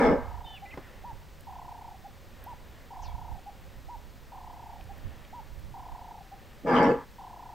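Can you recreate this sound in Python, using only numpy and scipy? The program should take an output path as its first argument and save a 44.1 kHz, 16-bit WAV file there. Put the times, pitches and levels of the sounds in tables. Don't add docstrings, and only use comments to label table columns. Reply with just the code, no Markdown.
import sys
import numpy as np
from scipy import signal
from scipy.fft import rfft, irfft, next_fast_len
from scipy.io import wavfile
from scipy.ndimage import uniform_filter1d

SR = 44100
rng = np.random.default_rng(int(sys.argv[2]) if len(sys.argv) > 2 else 0)


def digitize_waveform(pressure):
    field = np.atleast_2d(pressure).T
    bounded = np.clip(field, -1, 1)
    quanta = np.round(bounded * 32767).astype(np.int16)
    wavfile.write(sys.argv[1], SR, quanta)


N = 332514
TIME = np.arange(N) / SR


def amp(db):
    return 10 ** (np.asarray(db) / 20)


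def unit(x):
    return x / np.sqrt(np.mean(x ** 2) + 1e-20)


def steady(x, size):
    return x / np.sqrt(abs(uniform_filter1d(x ** 2, size)) + 1e-20)


def over_hz(points, hz):
    f, value = np.transpose(points)
    return np.interp(np.log(hz + 1), np.log(f + 1), value)


def colour(x, points):
    return irfft(rfft(x) * amp(over_hz(points, np.fft.rfftfreq(len(x), 1 / SR))), len(x))


def band(x, lo_hz, hi_hz):
    hz = np.fft.rfftfreq(len(x), 1 / SR) + 1
    return irfft(rfft(x) / (1 + (lo_hz / hz) ** 16) / (1 + (hz / hi_hz) ** 16), len(x))


def drift(count, per_s):
    step = max(SR // int(12 * per_s + 1), 1)
    coarse = rng.standard_normal(next_fast_len((count + SR // 2) // step))
    smooth = unit(band(coarse, .01, per_s * step))
    return np.interp(np.arange(count) / step, np.arange(len(smooth)), smooth)


def rise(t, time_s):
    return 1 - np.exp(-np.maximum(t, 0) / time_s)


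def swell(s, half_length):
    return np.exp(-((TIME - s) / half_length) ** 2)


def note_shape(t, attack, release):
    return np.tanh(t / attack) * np.tanh((t[-1] - t) / release)


def resonate(x, hz, width):
    turn = np.exp(2j * np.pi * np.cumsum(hz * np.ones(len(x))) / SR)
    r = np.exp(-np.pi * width / SR)
    lowpassed = signal.lfilter([(1 - r) ** 2], [1, -2 * r, r * r], x / turn + 1e-18)
    return 2 * (turn * lowpassed).real


def tone(hz, db):
    edge_s = np.minimum(np.arange(len(hz)), np.arange(len(hz))[::-1]) / SR
    sine = np.sin(2 * np.pi * np.cumsum(hz) / SR)
    return np.sqrt(2) * amp(db) * sine * np.minimum(edge_s / 0.00073, 1)


def add(mix, s, sound):
    start = round(s * SR)
    sound = sound[max(-start, 0):]
    part = mix[max(start, 0):][:len(sound)]
    part += sound[:len(part)]


def play(sounds):
    mix = np.zeros(N)
    for s, sound in sounds:
        add(mix, s, sound)
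    return mix


# hz, relative_db (per Hz)
HISS_SPECTRUM = [(100, 7), (270, -1), (430, -4), (900, -6), (1400, -9.5), (1900, -11), (2800, -13.5),
                 (4500, -16.5), (6500, -20.5), (8800, -23), (10300, -28.5), (11500, -26.5), (12800, -22),
                 (15800, -21.5)]
# hz, correlation (0 to 1)
EAR_CORRELATION = [(100, 0.98), (500, 0.86), (2000, 0.87), (5000, 1), (9000, 1), (13000, 0.97)]
# centre_s, half_length_s, lift_db
LEAF_RUSTLES = [(.9, 0.22, 3), (2.44, .13, 3), (2.787, 0.15, 2), (3.65, .2, 1), (5.125, 0.28, 3),
                (6.504, 0.27, 1.5)]
# centre_hz, width_hz, level_db
DISTANT_BANDS = [(551, 97, -70), (1852, 430, -73.5)]
HISS_DB = -63


def air(far_follows=2.2, far_flicker_db=2):
    same = np.clip(over_hz(EAR_CORRELATION, np.fft.rfftfreq(N, 1 / SR)), 0, 1)
    shared, *own = rfft(rng.standard_normal((3, N)))
    ears = [irfft(np.sqrt(same) * shared + np.sqrt(1 - same) * z, N) for z in own]
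    hiss = np.array([colour(ear, HISS_SPECTRUM) for ear in ears])
    hiss = hiss * amp(HISS_DB) / np.std(band(hiss.mean(0), 2000, 15000))
    leaves_db = sum(db * swell(s, half) for s, half, db in LEAF_RUSTLES)
    far = 0
    for hz, width, db in DISTANT_BANDS:
        far_db = db + far_follows * leaves_db + far_flicker_db * drift(N, 15)
        far = far + amp(far_db) * unit(resonate(rng.standard_normal(N), hz, width))
    middle = np.array([band(side, 203, 3560) for side in hiss])
    return hiss + far + (amp(leaves_db) - 1) * middle


# hz, relative_db (per Hz)
RUMBLE_SPECTRUM = [(12, -14.5), (25, -5), (42, -6.5), (70, -8.5), (130, -19), (220, -32), (400, -44.5),
                   (3000, -75)]
# centre_s, half_length_s, level_db
LOW_RUMBLES = [(0.09, 0.055, -30), (0.287, 0.16, -35), (1.145, 0.044, -41), (3.121, 0.13, -34.5),
               (3.333, 0.036, -33), (3.898, 0.3, -44), (4.957, 0.27, -44), (5.07, 0.027, -31),
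               (5.607, 0.17, -39), (5.923, 0.027, -37.5), (6.82, 0.13, -38)]
BREEZE_DB, BREEZE_WANDER_DB, BREEZE_WANDER_HZ = -49.5, 1.6, 3
BREEZE_DROPS_S, BREEZE_DROP_DB = 6.05, 4.5


def low_rumble(sheltered_db=-54, leak_db=-13):
    drop_db = BREEZE_DROP_DB * rise(TIME - BREEZE_DROPS_S, 0.09)
    breeze = amp(BREEZE_DB - drop_db + BREEZE_WANDER_DB * drift(N, BREEZE_WANDER_HZ))
    right = np.hypot(breeze, sum(amp(db) * swell(s, half) for s, half, db in LOW_RUMBLES))
    left = np.hypot(amp(sheltered_db), amp(leak_db) * right)
    rumbles = [steady(colour(rng.standard_normal(N), RUMBLE_SPECTRUM), size=5000) for _ in range(2)]
    return np.array([left * rumbles[0], right * rumbles[1]])


# hz, t60_s
BUSH_DECAY = [(150, .3), (500, 0.29), (1100, 0.74), (2500, 0.53), (8000, 0.26)]


def bush(x, spread=0.081):
    sparse = rng.random((2, SR)) < 2000 / SR
    taps = rng.standard_normal((2, SR)) * sparse * (TIME[:SR] > .012)
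    hz, t, z = signal.stft(taps, SR, nperseg=256)
    decay = amp(-60 * t / over_hz(BUSH_DECAY, hz)[:, None])
    mid, side = signal.istft(z * decay, SR, nperseg=256)[1]
    tails = np.array([mid + spread * side, mid - spread * side]) / np.linalg.norm(mid)
    return signal.fftconvolve(x[None], tails, axes=1)[:, :N]


# start_s, level_db (before decay), centre_hz, width_hz
DRY_TICKS = [(1.408, -51, 12400, 7040), (2.44, -45, 13340, 2400), (4.81, -48, 2200, 2490),
             (4.84, -57, 8900, 8000), (4.979, -58, 14160, 4010), (5.25, -50, 2964, 2000),
             (5.594, -54, 13100, 6000), (5.922, -46, 1500, 1490)]


def tick(s, db, hz, width):
    t = np.arange(0, .02, 1 / SR)
    snap = unit(resonate(rng.standard_normal(len(t)), hz, width))
    return s, amp(db) * snap * np.exp(-t / 0.0026)


# start_s, level_db (before decay), decay_s
DULL_KNOCKS = [(0.7391, -37.5, 0.01), (.774, -34.5, 0.015), (1.197, -52, 0.0063)]
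# hz, relative_db (per Hz)
KNOCK_SPECTRUM = [(50, -6), (130, 2), (350, -1), (850, -6), (1600, -14), (2500, -23), (4500, -32),
                  (9000, -46)]


def knock(s, db, decay):
    t = np.arange(0, .12, 1 / SR)
    crunch = unit(colour(rng.standard_normal(len(t)), KNOCK_SPECTRUM))
    return s, amp(db) * crunch * np.exp(-t / decay) * np.minimum(t / 0.00037, 1)


# start_s, length_s, start_hz, end_hz, bend (below 1 glides early, above 1 late), level_db
BIRD_WHISTLES = [(0.441, 0.13, 3620, 3440, 1.3, -56), (.458, 0.13, 3058, 2160, 5.9, -51),
                 (0.459, .115, 1775, 1640, 3.7, -64), (0.65, 0.019, 2300, 2440, 1, -52.5),
                 (0.653, 0.059, 2004, 2190, 5, -52.5), (.706, 0.021, 2980, 2410, 0.46, -49),
                 (0.724, 0.022, 1956, 2160, 1.3, -45.5), (.834, 0.06, 3080, 1246, 0.4, -61),
                 (3.017, 0.066, 6600, 3440, 1.3, -56.5), (3.03, .035, 3270, 2350, 1.1, -60),
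                 (3.07, 0.057, 2350, 2250, 1, -65), (3.075, .055, 3460, 3220, 0.66, -65)]


def whistle(s, length, start_hz, end_hz, bend, db, waver=0.01):
    t = np.arange(0, length, 1 / SR)
    hz = start_hz + (end_hz - start_hz) * (t / length) ** bend
    sweep_khz_per_s = np.minimum(abs(np.gradient(hz)) * SR / 1000, 70)
    harsh = .0022 * uniform_filter1d(sweep_khz_per_s, size=600)
    wavering_hz = hz * (1 + (waver + harsh) * drift(len(hz), 870))
    return s, tone(wavering_hz, db) * note_shape(t, attack=0.0076, release=0.0037)


def throat_db(hz, tuned_hz=850, width_hz=330):
    return -10 * np.log10(1 + (2 * np.maximum(hz - tuned_hz, 0) / width_hz) ** 2)


# start_s, length_s, top_hz (before the sag), level_db (before the throat)
LOW_BIRD_HOOTS = [(0.617, 0.042, 870, -42.5), (1.038, 0.088, 1032, -42.5), (2.039, 0.037, 876, -43),
                  (2.461, 0.08, 1045, -42.5), (3.458, 0.045, 880, -42), (3.884, 0.083, 1033, -42.5),
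                  (4.888, 0.039, 870, -44.5), (5.326, 0.086, 1035, -43.5), (6.313, 0.038, 870, -43.5)]
HOOT_RISE_S, HOOT_FALL_S, HOOT_SAG_HZ_PER_S = 0.0156, 0.011, 1560


def hoot(s, length, top_hz, db, low_hz=690):
    t = np.arange(0, length, 1 / SR)
    height = np.tanh((t / HOOT_RISE_S) ** 1.37) * np.tanh((length - t) / HOOT_FALL_S)
    hz = low_hz + (top_hz - HOOT_SAG_HZ_PER_S * t - low_hz) * height + 5 * drift(len(t), 100)
    attack = 0.005 if length > .06 else .011
    return s, tone(hz, db + throat_db(hz)) * note_shape(t, attack, release=0.0071)


# first_slur_s, last_slur_s, level_db (before droop, dips and throat)
LOW_BIRD_TRILLS = [(0.076, .541, -44.5), (1.474, 1.948, -44), (2.911, 3.383, -44), (4.325, 4.795, -45),
                   (5.745, 6.212, -44), (7.188, 7.66, -45)]
TRILL_TOP_HZ, TRILL_CLIMB_HZ, TRILL_CLIMB_S, TRILL_SAG_HZ_PER_S = 1090, 111, 0.012, 235
TRILL_DROOP_HZ, TRILL_DROOP_DB, TRILL_DROOP_S = 190, 4, 0.0328
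SLURS_PART_S, SLUR_DIP_DB = 0.0856, 12
SLUR_RISE, SLUR_SLIDE = .16, .39


def trill(first, last, db, count=16, low_hz=675, merged_hz=110, hurry=0.192,
          voice_edge=0.048, slur_round=0.295, onset_s=0.002):
    length = last - first
    t = np.arange(-.006, length + .014, 1 / SR)
    slur = np.arange(count - 1)
    gaps = 1 - hurry * np.exp(-slur / 2.0) + 0.003 * slur
    tops = length * np.append(0, np.cumsum(gaps)) / gaps.sum()
    tops = np.concatenate([[-tops[1]], tops, [2 * tops[-1] - tops[-2]]])
    cycle = (np.interp(t, tops, np.arange(count + 2)) + SLUR_RISE) % 1
    to_end = SLUR_RISE + SLUR_SLIDE - cycle
    height = np.clip(np.minimum(cycle / SLUR_RISE, to_end / SLUR_SLIDE), 0, 1)
    height = height + slur_round * height * (1 - height)
    voiced = np.clip(np.minimum(cycle, to_end) / voice_edge, 0, 1)
    droop = np.exp(np.minimum(t - length, 0) / TRILL_DROOP_S)
    climb_hz = TRILL_CLIMB_HZ * (1 - rise(t, TRILL_CLIMB_S))
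    top_hz = TRILL_TOP_HZ - climb_hz - TRILL_SAG_HZ_PER_S * t - TRILL_DROOP_HZ * droop
    dip_db = -SLUR_DIP_DB * np.tanh((t / SLURS_PART_S) ** 2)
    bottom_hz = low_hz + merged_hz * amp(dip_db)
    hz = bottom_hz + (top_hz - bottom_hz) * height + 12 * drift(len(t), 73)
    level_db = db - TRILL_DROOP_DB * droop + throat_db(hz) + dip_db * (1 - voiced)
    level_db = level_db + 1.16 * drift(len(t), 44)
    return first + t[0], tone(hz, level_db) * rise(t - t[0], onset_s)


# hz, level_db (re the direct bark)
NEAR_SCATTER = [(250, -37), (500, -15), (1000, -8.5), (2500, -7.5), (5000, -2.5), (12000, 0)]


def scatter(x, decay=0.012):
    t = np.arange(0, .03, 1 / SR)
    taps = rng.standard_normal(len(t)) * np.exp(-t / decay)
    side = colour(signal.fftconvolve(x, taps / np.linalg.norm(taps))[:N], NEAR_SCATTER)
    return np.array([x + side, x - side])


# centre_hz, width_hz, level_db (before the lifts of each bark)
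BODY_RESONANCES = [(172, 51, -4.5), (196.6, 29, -12.5), (245, 18.2, 4.5), (276, 23, 2.5), (348.4, 20, -0.5),
                   (469.4, 57, 2.5), (557, 29, -2.5), (657.6, 21.4, -1.5), (734, 10.7, -3), (805, 34, 0.5),
                   (841.5, 17, 6), (958, 99, -0.5), (1084, 25, -1), (1198, 39, -2), (1304, 137, -7.5),
                   (1580, 91, -9), (1710, 65, -7), (2144, 280, -17), (2716, 91, -26), (2980, 640, -27.5),
                   (4740, 320, -35), (5560, 440, -44.5), (6200, 2300, -54.5)]
# after_start_s, half_length_s, lift_db
CLOSING_FLARE = (0.202, 0.013, 4.9)
BARK_ATTACK_S, BARK_RELEASE_DB_PER_S = 0.066, 328
MOUTH_CLOSES_S = 0.093
MOUTH_DELAY_S, MOUTH_RISE_S, MOUTH_FALL_DB_PER_S = 0.02, 0.018, 92
RASP_DELAY_S, RASP_RISE_S, RASP_FALL_DB_PER_S = 0.023, 0.013, 90


def bark(s, length, db, mouth_db, rasp_db, hiss_db, chest_hz, chest_db, top_scale, top_db,
         flap_hz=88, jitter=.22, rough=0.64, closing=0.35, swell_db=3.5):
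    t = np.arange(-.1, length + .2, 1 / SR)
    turns = np.cumsum(flap_hz * np.exp(jitter * drift(len(t), 90.3))) / SR
    flaps = np.diff(np.floor(turns), prepend=0)
    puffs = (0.82 + np.exp(-(turns % 1) / 0.58)) * rng.standard_normal(len(t))
    drive = (1 - rough) * unit(flaps) + rough * unit(puffs)

    voice = 0
    for hz, width, peak_db in BODY_RESONANCES:
        sink_octaves = closing * (t - length / 2) * (hz > 2000)
        path_hz = hz * (top_scale if hz > 2500 else 1) * 2 ** -sink_octaves
        lift_db = chest_db * (hz < 400) + top_db * (hz > 2500)
        gain = amp(peak_db + lift_db + swell_db * drift(len(t), 13.5)) * np.sqrt(width)
        voice = voice + gain * steady(resonate(drive, path_hz, width), size=6000)

    effort = amp(db - BARK_RELEASE_DB_PER_S * np.maximum(t - length, 0)) * rise(t, BARK_ATTACK_S)
    closing_s = np.maximum(t - length + MOUTH_CLOSES_S, 0)
    mouth = rise(t - MOUTH_DELAY_S, MOUTH_RISE_S) * amp(-MOUTH_FALL_DB_PER_S * closing_s)
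    rasp = rise(t - RASP_DELAY_S, RASP_RISE_S) * amp(-RASP_FALL_DB_PER_S * closing_s)
    flare_s, flare_half_s, flare_db = CLOSING_FLARE
    hiss = amp(hiss_db + flare_db * np.exp(-((t - flare_s) / flare_half_s) ** 2)) * rasp
    parts = [(chest_hz, 680, 1), (680, 1500, amp(mouth_db) * mouth),
             (1500, 3900, amp(rasp_db) * rasp), (4300, 14000, hiss)]
    call = sum(gain * steady(band(voice, lo_hz, hi_hz), size=900) for lo_hz, hi_hz, gain in parts)
    return s + t[0], effort * call


# start_s, length_s, effort_db, then mouth_db, rasp_db, hiss_db (bands re effort),
# lowest_hz, chest_lift_db, top_scale (pitch ratio of the resonances above 2.5 kHz), top_lift_db (theirs),
# echo_db (re the bark), echo_breaks_off_s (after the start)
ALARM_BARKS = [(-.135, 0.27, -20, -6, -13, -33.5, 161, -2, 1.12, -4.5, -14, .9),
               (6.636, .28, -20.5, -3, -11, -31, 121, 1.8, 1.005, .8, -15.5, 0.419)]


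def antelope_barks(break_s=0.0091):
    out = 0
    for s, *voice, echo_db, echo_s in ALARM_BARKS:
        call = play([bark(s, *voice)])
        echo = amp(echo_db) * bush(call) * rise(s + echo_s - TIME, break_s)
        out = out + scatter(call) + echo
    return out


def scene():
    background = air() + low_rumble()
    taps = play([tick(*row) for row in DRY_TICKS] + [knock(*row) for row in DULL_KNOCKS])
    small_birds = play(whistle(*row) for row in BIRD_WHISTLES)
    low_bird = play([hoot(*row) for row in LOW_BIRD_HOOTS] + [trill(*row) for row in LOW_BIRD_TRILLS])
    echoes = bush(amp(-15.5) * low_bird + amp(-15.0) * small_birds)
    return background + taps + small_birds + low_bird + echoes + antelope_barks()


def record(dry, edge_hz=15780):
    lowpass = signal.firwin(511, edge_hz, window=("kaiser", 9), fs=SR)
    return signal.oaconvolve(dry, lowpass[None], "same")


dry = scene()
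out = record(dry)
digitize_waveform(out)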